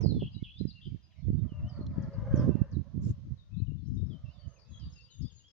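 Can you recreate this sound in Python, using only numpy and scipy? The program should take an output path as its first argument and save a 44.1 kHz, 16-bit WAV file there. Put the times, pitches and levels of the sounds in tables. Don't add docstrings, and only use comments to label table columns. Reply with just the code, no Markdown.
import sys
import numpy as np
from scipy import signal
from scipy.fft import rfft, irfft
from scipy.io import wavfile
from scipy.ndimage import map_coordinates

SR = 44100
rng = np.random.default_rng(int(sys.argv[2]) if len(sys.argv) > 2 else 0)


def store_wav(level_fs):
    pcm = np.round(np.clip(np.atleast_2d(level_fs), -1, 1) * 32767)
    wavfile.write(sys.argv[1], SR, pcm.T.astype(np.int16))


N = 243431
TIME = np.arange(N) / SR
FREQS = np.fft.rfftfreq(N, 1 / SR)

# (frequency [Hz], level [dB])
VALLEY_SPECTRUM = [(20, -5), (70, 22), (150, 12), (300, 11.5), (600, -4), (1500, -1.5), (2400, -1.5),
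                   (4000, 0), (6400, -4.5), (7600, -24), (10000, -25), (15000, -23)]
# (time [s], level [dB])
GRASS_LEVEL = [(0, -54), (.1, -74.5), (.22, -71), (.35, -78), (.6, -100)]
# (frequency [Hz], level [dB])
GRASS_SPECTRUM = [(300, -7), (600, 2), (1000, 1.5), (1500, -12), (2000, -10), (3000, -16.5), (7000, -24.5),
                  (8000, -45)]

# (time [s], level [dB])
CHORUS_LEVEL = [(0, 1), (.8, -2), (1.2, -1), (2.9, -6), (3.8, -2.5), (4.2, 2.5), (4.9, 6), (5.5, 2)]
# (time [s], length [s], start pitch [Hz], final pitch [Hz], sag [Hz], level [dB], pan [dB])
WHISTLED_NOTES = [(0.088, 0.03, 4330, 3980, 1, -51.5, 7.5), (0.118, 0.081, 3860, 3395, 109, -68.5, 1),
                  (0.315, 0.05, 4920, 4816, -1.5, -73, 11.5), (0.323, 0.099, 2710, 2970, -68, -68.5, 1),
                  (0.395, 0.039, 2190, 2180, 0.5, -75.5, 3), (0.342, 0.044, 3950, 3915, 0.5, -59.5, 9),
                  (0.526, 0.07, 3505, 3970, 303, -61, 2.5), (0.579, 0.019, 4680, 5050, -0.5, -65, 11),
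                  (0.59, .036, 4030, 4000, -3, -60, 12.5), (0.681, 0.095, 2824, 2760, -0.5, -74, 0.5),
                  (0.746, 0.09, 2785, 2736, 1.5, -62.5, 2.5), (0.672, 0.048, 5100, 3800, -260, -56.5, 9),
                  (0.846, 0.041, 4900, 4860, 1, -75.5, 4), (0.89, 0.038, 2900, 2240, 239, -81, 3),
                  (0.974, 0.095, 2900, 2510, 1.5, -88.5, 4), (1.024, 0.058, 4974, 4920, 0, -72, 3.5),
                  (1.223, 0.06, 3510, 3520, 1.5, -82, 3.5), (1.368, 0.059, 3720, 3640, 3, -80, 2.5),
                  (1.62, 0.091, 2690, 3163, -1, -69.5, -2), (1.804, 0.033, 4270, 4210, 0.5, -69, 8),
                  (2.489, 0.17, 2720, 2746, 1.5, -74.5, 4), (3.502, 0.15, 2545, 2601, -1, -81, 6.5),
                  (3.54, .035, 3690, 3452, 0.5, -75, 10), (3.663, 0.076, 3020, 2857, 130.5, -75, 12.5),
                  (3.774, 0.053, 3610, 3440, 2.5, -82, 10), (3.97, 0.051, 3754, 3751, 53, -76, 19),
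                  (4.248, 0.086, 2787, 3189, 282, -70, 4), (4.315, 0.063, 4830, 4660, -3, -81, 10),
                  (4.332, .05, 3780, 3500, 31, -73.5, 5), (4.376, 0.052, 4620, 4460, -1, -76, 6),
                  (4.414, 0.062, 3050, 2970, 0, -75, 4), (4.558, 0.035, 2940, 2325, 133, -74, 7),
                  (4.727, 0.071, 3540, 3483, 259, -65, 6), (4.789, 0.069, 3377, 2820, 99, -70, 5),
                  (4.954, 0.075, 2771, 2716, 24.5, -67.5, 5.5), (4.923, 0.023, 5550, 4925, 0, -71.5, 18.5),
                  (4.96, 0.037, 5130, 4240, -1, -69, 9), (5.079, 0.079, 2970, 2999, -1, -74.5, 6.5),
                  (5.235, 0.047, 3600, 3570, 181, -67, 4), (5.274, 0.046, 3653, 2876, -260, -66, 8.5),
                  (5.366, 0.044, 4600, 3675, 195, -77, 13.5), (5.399, 0.032, 2815, 2890, -2, -72, 2),
                  (5.436, 0.068, 3068, 3270, -115, -65.5, -1.5), (5.476, 0.079, 5334, 5400, 12, -78, 13)]
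# (time [s], length [s], start pitch [Hz], final pitch [Hz], sag [Hz], level [dB],
# pan [dB], trill depth [Hz], first trill rate [Hz], last trill rate [Hz])
TRILLED_NOTES = [(0.025, 0.07, 5150, 4350, 150, -58.5, 10, 329, 221, 112),
                 (0.186, 0.11, 3490, 3330, 398.5, -55, 1.5, 360, 191.2, 55.4),
                 (0.425, 0.11, 3600, 3455, 562.5, -56.5, 0, 398, 189.5, 55.5),
                 (0.703, 0.025, 3898, 4440, 251.5, -60, 3, 300, 190, 190),
                 (0.735, 0.062, 4430, 3940, 2, -76.5, 5, 250, 160, 160),
                 (0.808, 0.076, 3280, 3003, -150, -60.5, 5, 298, 200.6, 192),
                 (1.105, 0.044, 3290, 2950, 2.5, -80, 3.5, 200, 171, 170),
                 (1.155, 0.068, 2180, 2150, -1, -77.5, -2, 149, 121, 120),
                 (2.129, .035, 5060, 4330, -1, -74, 9, 350, 171, 170),
                 (3.555, 0.07, 3630, 4070, -110, -77.5, 21, 219, 129, 131),
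                 (3.85, 0.05, 4710, 6780, 3, -80, 8.5, 402.1, 179.6, 180),
                 (3.945, 0.044, 6502, 5270, 150.5, -82.5, 8, 200, 181.4, 179),
                 (4.055, 0.094, 5426, 4710, 121, -81.5, 10, 200, 150, 150)]
# (time [s], length [s], held pitch [Hz], closing drop [Hz], level [dB])
CHIRP_NOTES = [(1.68, 0.11, 4546, 1100, -73), (2.021, 0.026, 4260, 710, -74.5),
               (2.354, 0.06, 5376, 1550, -66), (2.711, 0.06, 3840, 1.7, -75),
               (3.014, 0.049, 5160, 0.5, -75)]
# (time [s], length [s], start pitch [Hz], held pitch [Hz], level [dB], pan [dB])
SLURRED_NOTES = [(0.006, .04, 7000, 5150, -59, 7.5), (1.478, 0.14, 3400, 2727, -71.5, 5),
                 (3.37, 0.077, 4225, 3646, -75, 15), (4.092, .085, 4080, 3084, -68, 4),
                 (5.096, 0.073, 4700, 3560, -69.5, 11.5)]
# (delay [s], length [s], start pitch [Hz], final pitch [Hz], trill depth [Hz], level [dB])
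PHRASE_NOTES = [(0, 0.12, 6470, 6410, 85, -77.5), (0.113, 0.0341, 5210, 4585, 448, -72.5),
                (0.136, .055, 4720, 4580, 1, -70)]

# (time [s], level [dB])
JACKET_LEVEL = [(3.0, -100), (3.035, -69), (3.07, -66.5), (3.11, -66.5), (3.15, -100)]
# (frequency [Hz], level [dB])
JACKET_SPECTRUM = [(500, -35), (1200, -8.5), (2100, -14.5), (3200, -14.5), (4800, -9.5), (5800, -8.5),
                   (6700, -0.5), (7600, -10.5), (9200, -22), (10000, -47)]
# (time [s], level [dB])
TICK_HITS = [(1.8663, -53.5)]
# (frequency [Hz], level [dB], decay time [s])
TICK_TONES = [(3500, -1, .0013), (4080, 0, .004), (5500, -0.5, 0.0006), (7000, -7, 0.00083)]

# (time [s], hold [s], level [dB], pace of the eddies [1 = usual], port [0 left, 1 right])
WIND_GUSTS = [(0.0, 0.17, -26.5, 1.297, 1), (0.018, 0.12, -41, 0.88, 0), (0.166, 0.1033, -35.0, 1.01, 0),
              (0.19, 0.06007, -36, 1.52, 1), (0.355, 0.02, -36, 1.116, 1), (0.459, 0.012, -39.7, 0.85, 0),
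              (0.611, 0.06563, -29.5, 1.035, 1), (0.877, 0.08106, -36, 1.175, 1),
              (0.89, 0.012, -40.0, 0.96, 0), (1.181, 0.06, -43, 0.9, 1), (1.251, 0.214, -26, 0.85, 1),
              (1.314, 0.011, -34.5, 0.95, 0), (1.557, 0.1168, -33.0, 0.94, 0),
              (1.628, 0.012, -28.5, 0.87, 1), (1.729, 0.36, -36.5, 1.004, 1), (2.15, 0.14, -39, 0.86, 1),
              (1.795, 0.1188, -36.5, 1.14, 0), (1.961, 0.1171, -33, 1.15, 0),
              (2.167, 0.0598, -32.5, 0.91, 0), (2.306, 0.171, -29, 0.98, 0),
              (2.333, 0.185, -25.5, 1.094, 1), (2.53, 0.0996, -33, 1.01, 1), (2.638, 0.118, -43, 1, 0),
              (2.742, 0.0701, -27.5, 0.97, 1), (2.954, 0.16, -30.5, 1.14, 1),
              (2.988, 0.135, -34.5, 1.03, 0), (3.176, 0.076, -41.5, 1.03, 1),
              (3.271, 0.012, -39.0, 1.25, 0), (3.309, 0.027, -33.5, 0.92, 1), (3.54, 0.186, -31.5, 0.83, 0),
              (3.69, 0.15, -37, 1.28, 0), (3.871, 0.21, -30, 1.037, 0), (3.92, 0.025, -41.5, 1.04, 1),
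              (4.09, 0.06, -37.5, 1.65, 0), (4.245, 0.053, -37, 0.74, 1), (4.364, 0.019, -43.5, 1.074, 1),
              (4.466, 0.01, -32.5, 0.8, 1), (4.701, 0.051, -42.5, 1.08, 0), (4.818, 0.055, -34.5, 1.02, 1),
              (4.858, 0.012, -39, 0.71, 0), (4.918, 0.03, -43.5, 0.99, 1), (5.204, 0.06, -34.5, 1.005, 0)]
# (time [s], level [dB], centre frequency [Hz], port [0 left, 1 right])
STRONG_EDDIES = [(0.035, -18, 290, 1), (0.048, -14.5, 330, 1), (0.059, -17.5, 481, 1),
                 (0.064, -8.5, 141, 1), (0.122, -19, 329, 1), (0.144, -26, 387, 1), (0.166, -19.5, 304, 1),
                 (0.178, -22, 199, 0), (0.223, -16.5, 354, 1), (0.229, -21, 330, 1), (0.367, -24.5, 161, 1),
                 (0.427, -17.5, 170, 1), (0.612, -14, 208, 1), (0.654, -12.5, 195, 1),
                 (0.922, -23.5, 135, 1), (0.947, -20.5, 162, 1), (1.284, -19, 240, 1), (1.303, -13, 208, 1),
                 (1.331, -17.5, 180, 1), (1.408, -30, 202, 1), (1.522, -23, 170.2, 1), (1.66, -23, 111, 0),
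                 (1.792, -24, 250, 1), (1.811, -21, 233, 1), (1.983, -16, 200.3, 0), (2.184, -18, 130.1, 0),
                 (2.227, -25.5, 149, 0), (2.313, -16, 111, 0), (2.342, -5, 203, 1), (2.378, -11.5, 190, 1),
                 (2.395, -18, 130, 0), (2.398, -11.5, 213.2, 1), (2.479, -16, 300, 1), (2.486, -17, 259, 1),
                 (2.493, -5, 246, 1), (2.51, -16.5, 228.8, 1), (2.555, -9, 191.4, 1), (2.618, -6, 149, 1),
                 (2.77, -15.5, 140, 1), (2.978, -16.5, 181.6, 1), (3.068, -20.5, 188, 1),
                 (3.109, -15.5, 138, 0), (3.323, -20, 105, 1), (3.603, -21.5, 165, 0), (3.623, -17, 115, 0),
                 (3.72, -30, 230, 0), (3.887, -19, 126.8, 0), (3.998, -28, 218, 0), (4.031, -23.5, 216, 0),
                 (5.21, -21, 131.5, 0), (5.246, -19, 155, 0)]
# (time [s], level [dB])
CRACKLE_HITS = [(2.4884, -55), (2.552, -61), (2.557, -59.5), (2.616, -57.5), (2.622, -58)]
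# (frequency [Hz], level [dB])
CRACKLE_SPECTRUM = [(500, -8), (2000, 1.5), (4500, 1.5), (7000, -4), (9500, -8), (11000, -17), (15000, -23)]

# (time [s], level [dB], pan [dB])
GLIDER_PASS = [(0.9, -89.5, -6.5), (1.25, -85.5, -1.5), (1.48, -75.5, 0.5), (1.77, -65.5, -6),
               (1.9, -68.5, -1), (1.99, -62.5, -4.5), (2.14, -62.5, 0), (2.3, -60, -1.0),
               (2.36, -52.5, -6.5), (2.42, -51, -2), (2.56, -61.5, -1), (2.72, -70, -0.5),
               (2.77, -74.5, -2.5), (3.86, -91, -2.5), (4.1, -82.5, -1.5), (4.22, -78.5, -8.5),
               (4.87, -81.5, -9.5), (5.18, -84.5, 0.5), (5.5, -89, -3.5)]
# (time [s], pitch [Hz], level [dB])
WING_WHISTLE = [(1.0, 635.3, -10), (1.75, 603, 3.5), (2.05, 560.6, -1.5), (2.26, 531.8, 6),
                (2.42, 519.2, 2), (2.6, 537, -7), (2.85, 559.4, 0), (3.4, 585.6, -7.5), (4.2, 610.7, -5),
                (4.6, 572.8, 1), (4.85, 556, -24)]
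# (multiple of the pitch [ratio], width [Hz], level [dB])
WHISTLE_BANDS = [(1.0, 58.1, 2), (1.159, 59.3, -4), (1.998, 69.3, -9), (2.3, 70.6, -16), (3.0, 95.5, -15.5)]
# (frequency [Hz], level [dB])
RUSH_SPECTRUM = [(250, -16), (400, 4.5), (480, 9.5), (630, 2), (740, -4.5), (820, 2), (920, 2.4),
                 (1250, -0.8), (1450, -8.5), (1650, -5), (1850, -6), (2400, -20.5), (4000, -28),
                 (6500, -32.5), (8000, -54), (15000, -65.5)]
RUSH_PITCH_HZ = 531.6
# (time [s], treble level [dB])
RUSH_BRIGHTNESS = [(1.3, -3), (1.8, -4.5), (2.3, 1), (2.41, 4), (2.55, -3), (2.9, -3), (3.8, -3),
                   (4.4, 1.5)]


def gain_of(db):
    return 10 ** (np.asarray(db) / 20)


def evened(x):
    return x / np.sqrt(np.mean(x ** 2) + 1e-20)


def curve(rows, column=1):
    rows = np.array(rows)
    return np.interp(TIME, rows[:, 0], rows[:, column])


def panned(x, pan_db):
    return np.array([x * gain_of(pan_db / 2), x * gain_of(-pan_db / 2)])


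def add(mix, s, sound):
    part = mix[..., max(round(s * SR), 0):][..., :sound.shape[-1]]
    part += sound[..., :part.shape[-1]]


def passband(order, hz, kind):
    return signal.butter(order, hz, kind, fs=SR, output="sos")


def noise(gain):
    return evened(irfft(rfft(rng.standard_normal(N)) * gain, N))


def coloured(spectrum):
    hz, db = np.transpose(spectrum)
    return noise(gain_of(np.interp(np.log(FREQS + 1), np.log(hz), db)))


def stereo_noise(spectrum):
    return np.array([coloured(spectrum), coloured(spectrum)])


def wander(hz):
    return noise(np.exp(-(FREQS / hz) ** 2))


def at_speed(x, speed):
    return map_coordinates(x, [np.cumsum(speed)], order=3, mode="wrap")


def patchy(x, depth_db):
    bands = signal.stft(x, nperseg=2048, noverlap=1536)[2]
    blur = np.outer(np.hanning(9), np.hanning(18))
    patches = evened(signal.convolve2d(rng.standard_normal(bands.shape[1:]), blur, "same"))
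    return signal.istft(bands * gain_of(depth_db * patches), nperseg=2048, noverlap=1536)[1][:, :N]


def valley(level_db=-75.0, swell_db=0.7):
    hiss = patchy(stereo_noise(VALLEY_SPECTRUM), depth_db=0.5)
    return panned(gain_of(level_db + swell_db * wander(2)), pan_db=1) * hiss


def grass():
    return panned(gain_of(curve(GRASS_LEVEL)), pan_db=-4) * stereo_noise(GRASS_SPECTRUM)


def echoes(x, fade_s, per_second=2000):
    t = np.arange(SR // 2) / SR
    taps = rng.standard_normal((2, len(t))) * (rng.random((2, len(t))) < per_second / SR)
    taps = taps * gain_of(-60 * t / fade_s) * (t > .006)
    return signal.fftconvolve(x, taps / np.linalg.norm(taps, axis=1, keepdims=True), axes=1)[:, :N]


def through_leaves(note, scatter_db=-8.5, spread_s=.022, detours=7):
    taps = np.zeros((2, SR // 16))
    delay, size = rng.random((2, detours)), rng.standard_normal((2, detours))
    for port in range(2):
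        arrivals = np.clip((delay[port] * spread_s * SR).astype(int), 1, taps.shape[1] - 1)
        taps[port, arrivals] = gain_of(scatter_db) * size[port] / np.linalg.norm(size[port])
    taps[:, 0] = 1
    return signal.fftconvolve(note[None], taps / np.linalg.norm(taps, axis=1, keepdims=True), axes=1)


def sing(notes, flicker_db=3, fade_db=-2.5, lag_s_per_db=8.5e-6):
    out = np.zeros((2, N))
    drift_hz = 20 * wander(100) + 28 * wander(450)
    for s, glide, db, pan_db in notes:
        t = np.arange(len(glide)) / SR
        hz = glide + np.interp(s + t, TIME, drift_hz)
        loudness = signal.windows.tukey(len(t), 0.3) * gain_of(fade_db * t / t[-1])
        note = evened(np.sin(2 * np.pi * np.cumsum(hz) / SR) * loudness)
        left, right = through_leaves(note)
        add(out[0], s, gain_of(db + pan_db / 2) * left)
        add(out[1], s + lag_s_per_db * pan_db, gain_of(db - pan_db / 2) * right)
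    return out * gain_of(flicker_db * np.array([wander(77), wander(48)]))


def glide_note(s, length, start_hz, final_hz, sag_hz, db, pan_db, trill_hz=0, first_rate=0, last_rate=0):
    progress = np.linspace(0, 1, int(length * SR))
    arch = 1 - (2 * progress - 1) ** 2
    rate = last_rate + (first_rate - last_rate) * (1 - progress) ** 2
    trill = trill_hz * arch * np.sin(2 * np.pi * np.cumsum(rate) / SR)
    return s, start_hz + (final_hz - start_hz) * progress - sag_hz * arch + trill, db, pan_db


def slur_note(s, length, start_hz, final_hz, settle_s, trill_hz, db, pan_db, trill_rate=170):
    t = np.arange(int(length * SR)) / SR
    buzz = trill_hz * np.sin(2 * np.pi * trill_rate * t)
    return s, final_hz + (start_hz - final_hz) * np.exp(-t / settle_s) + buzz, db, pan_db


def chirp_note(s, length, held_hz, flick_hz, db, top_hz=7400, drop_s=.0105, flick_s=.0068, pan_db=16):
    hz = slur_note(s, length, top_hz, held_hz, drop_s, 0, db, pan_db)[1]
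    remaining_s = np.arange(len(hz))[::-1] / SR
    return s, hz - flick_hz * np.exp(-remaining_s / flick_s), db, pan_db


def far_chorus(count=190, low_hz=2600, high_hz=5300):
    notes = []
    for when, length, pitch, bend, trill, loud, side in rng.random((count, 7)):
        final_hz = low_hz * (high_hz / low_hz) ** pitch
        start_hz = final_hz * (1 + 0.28 * (bend - .3))
        notes.append(slur_note(when * N / SR, .022 + .066 * length, start_hz, final_hz, settle_s=.015,
                               trill_hz=350 * trill ** 2, db=-89 + 5 * loud, pan_db=10 * (side - .3)))
    song = sing(notes) * gain_of(curve(CHORUS_LEVEL))
    return .5 * song + echoes(song, fade_s=.45)


def far_caller(start_s=.625, end_s=2.0, every_s=.16, echo_db=-4):
    song = sing([glide_note(s, length=.026, start_hz=2650, final_hz=1658, sag_hz=0, db=-80.5, pan_db=0)
                 for s in np.arange(start_s, end_s, every_s)])
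    return song + gain_of(echo_db) * echoes(song, fade_s=0.41)


def repeated_phrase(start_s=4.47, end_s=5.4, every_s=.21, growth_db=2, rise=.011):
    notes = []
    for repeat, s in enumerate(np.arange(start_s, end_s, every_s)):
        lift = 1 + rise * repeat
        notes += [slur_note(s + delay, length, start * lift, final * lift, settle_s=.3044 * length,
                            trill_hz=trill, db=db + growth_db * repeat, pan_db=9)
                  for delay, length, start, final, trill, db in PHRASE_NOTES if s + delay < end_s]
    return notes


def near_birds(direct_db=-1, bushes_db=-10, slope_db=-12):
    notes = [glide_note(*row) for row in WHISTLED_NOTES + TRILLED_NOTES]
    notes += [chirp_note(*row) for row in CHIRP_NOTES]
    notes += [slur_note(s, length, start, held, settle_s=.2 * length, trill_hz=0, db=db, pan_db=pan)
              for s, length, start, held, db, pan in SLURRED_NOTES]
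    song = sing(notes + repeated_phrase())
    bushes, slope = echoes(song, fade_s=.25), echoes(song, fade_s=.7)
    return gain_of(direct_db) * song + gain_of(bushes_db) * bushes + gain_of(slope_db) * slope


def jacket():
    return panned(gain_of(curve(JACKET_LEVEL)), pan_db=3) * stereo_noise(JACKET_SPECTRUM)


def tick():
    out, t = np.zeros((2, N)), np.arange(SR // 40) / SR
    ring = sum(gain_of(db) * np.sin(2 * np.pi * hz * t) * np.exp(-t / decay)
               for hz, db, decay in TICK_TONES)
    ring = signal.sosfilt(passband(6, [3000, 6800], "band"), ring)
    for s, db in TICK_HITS:
        add(out, s, panned(gain_of(db) * ring, pan_db=2))
    return out


def gusts(port, breeze_db=-72.5, rise_db_per_s=412.5, fall_db_per_s=520, wake_db=-11, wake_db_per_s=102):
    power = weighted_pace = gain_of(breeze_db) ** 2
    for s, hold, db, pace, side in WIND_GUSTS:
        if round(side) == port:
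            before, after = np.maximum(s - TIME, 0), np.maximum(TIME - s - hold, 0)
            release_db = np.maximum(-fall_db_per_s * after, wake_db - wake_db_per_s * after)
            gust = gain_of(np.maximum(db - rise_db_per_s * before + release_db, -120)) ** 2
            power, weighted_pace = power + gust, weighted_pace + pace * gust
    return 10 * np.log10(power), weighted_pace / power


def port_wind(port, eddy_hz, speed_db, lumpy_db, trim_db):
    gust_db, pace = gusts(port)
    level_db = gust_db + lumpy_db * wander(37.9)
    speed = pace * gain_of(speed_db * np.clip(level_db + 30, -18, 16) / 10)
    eddies = noise(np.exp(-FREQS / eddy_hz) * FREQS / (FREQS + eddy_hz))
    pressure = at_speed(eddies, speed)
    pressure = signal.sosfilt(passband(2, 62, "high"), pressure)
    strength = np.sqrt(signal.oaconvolve(pressure ** 2, signal.windows.hann(SR // 16), "same") + 1e-9)
    return gain_of(level_db + trim_db) * evened(pressure / strength)


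def thumps(steepness=3.0, trim_db=-1):
    out, t = np.zeros((2, N)), np.arange(-SR // 25, SR // 25) / SR
    soft_ends = signal.windows.tukey(len(t), .5)
    for (s, db, hz, port), phase in zip(STRONG_EDDIES, rng.random(len(STRONG_EDDIES))):
        swing = np.exp(2j * np.pi * phase) / (1 - 2j * np.pi * hz * t / steepness) ** steepness
        add(out[round(port)], s + t[0], gain_of(db + trim_db) * swing.real * soft_ends)
    return out


def wind(low_hz=54, high_hz=700):
    pressure = thumps()
    pressure[0] += port_wind(0, eddy_hz=60.4, speed_db=1.0, lumpy_db=2.5, trim_db=1.44)
    pressure[1] += port_wind(1, eddy_hz=72.5, speed_db=1.76, lumpy_db=3.0, trim_db=-0.5)
    pressure = signal.sosfiltfilt(passband(2, low_hz, "high"), pressure)
    return signal.sosfilt(passband(2, high_hz, "low"), pressure)


def crackle(decay_s=0.00027):
    bursts = sum(gain_of(db) * np.exp(-abs(TIME - s) / decay_s) for s, db in CRACKLE_HITS)
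    return np.array([np.zeros(N), bursts * coloured(CRACKLE_SPECTRUM)])


def hoarse_tone(hz, width_hz):
    wobble = wander(width_hz / 2) + 1j * wander(width_hz / 2)
    return evened((wobble * np.exp(2j * np.pi * np.cumsum(hz) / SR)).real)


def wing_whistle(pitch, waver=0.025, unsteady_db=3.0):
    wavering = pitch * (1 + waver * wander(12))
    tones = sum(gain_of(db + unsteady_db * wander(10)) * hoarse_tone(multiple * wavering, width)
                for multiple, width, db in WHISTLE_BANDS)
    return panned(gain_of(curve(WING_WHISTLE, column=2)) * tones, pan_db=-1)


def wing_rush(pitch, treble_hz=1250):
    rush = coloured(RUSH_SPECTRUM) + stereo_noise(RUSH_SPECTRUM)
    rush = np.array([at_speed(side, pitch / RUSH_PITCH_HZ) for side in rush])
    treble = signal.sosfiltfilt(passband(2, treble_hz, "high"), rush)
    brightness = panned(gain_of(curve(RUSH_BRIGHTNESS)), pan_db=4)
    return patchy(rush - treble + treble * brightness, depth_db=4.0)


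def glider(flutter_db=1.0):
    pitch = curve(WING_WHISTLE)
    air = wing_whistle(pitch) + wing_rush(pitch)
    fade_in = np.clip(TIME / GLIDER_PASS[0][0], 0, 1)
    loudness = fade_in * gain_of(curve(GLIDER_PASS) + flutter_db * wander(23))
    return air * panned(loudness, curve(GLIDER_PASS, column=2))


def scene():
    return (wind() + crackle() + glider() + near_birds() + far_caller() + far_chorus()
            + valley() + grass() + jacket() + tick())


def record(dry, sampling_hz=16000, mirror_db=-23, top_hz=15000):
    treble = signal.sosfilt(passband(10, 6200, "high"), dry)
    mirror = gain_of(mirror_db) * treble * 2 * np.cos(2 * np.pi * sampling_hz * TIME)
    faded = (dry + mirror) * signal.windows.tukey(N, .004)
    top_cut = signal.firwin(255, top_hz, window=("kaiser", 8), fs=SR)
    return signal.oaconvolve(faded, top_cut[None], "same")


dry = scene()
out = record(dry)
store_wav(out)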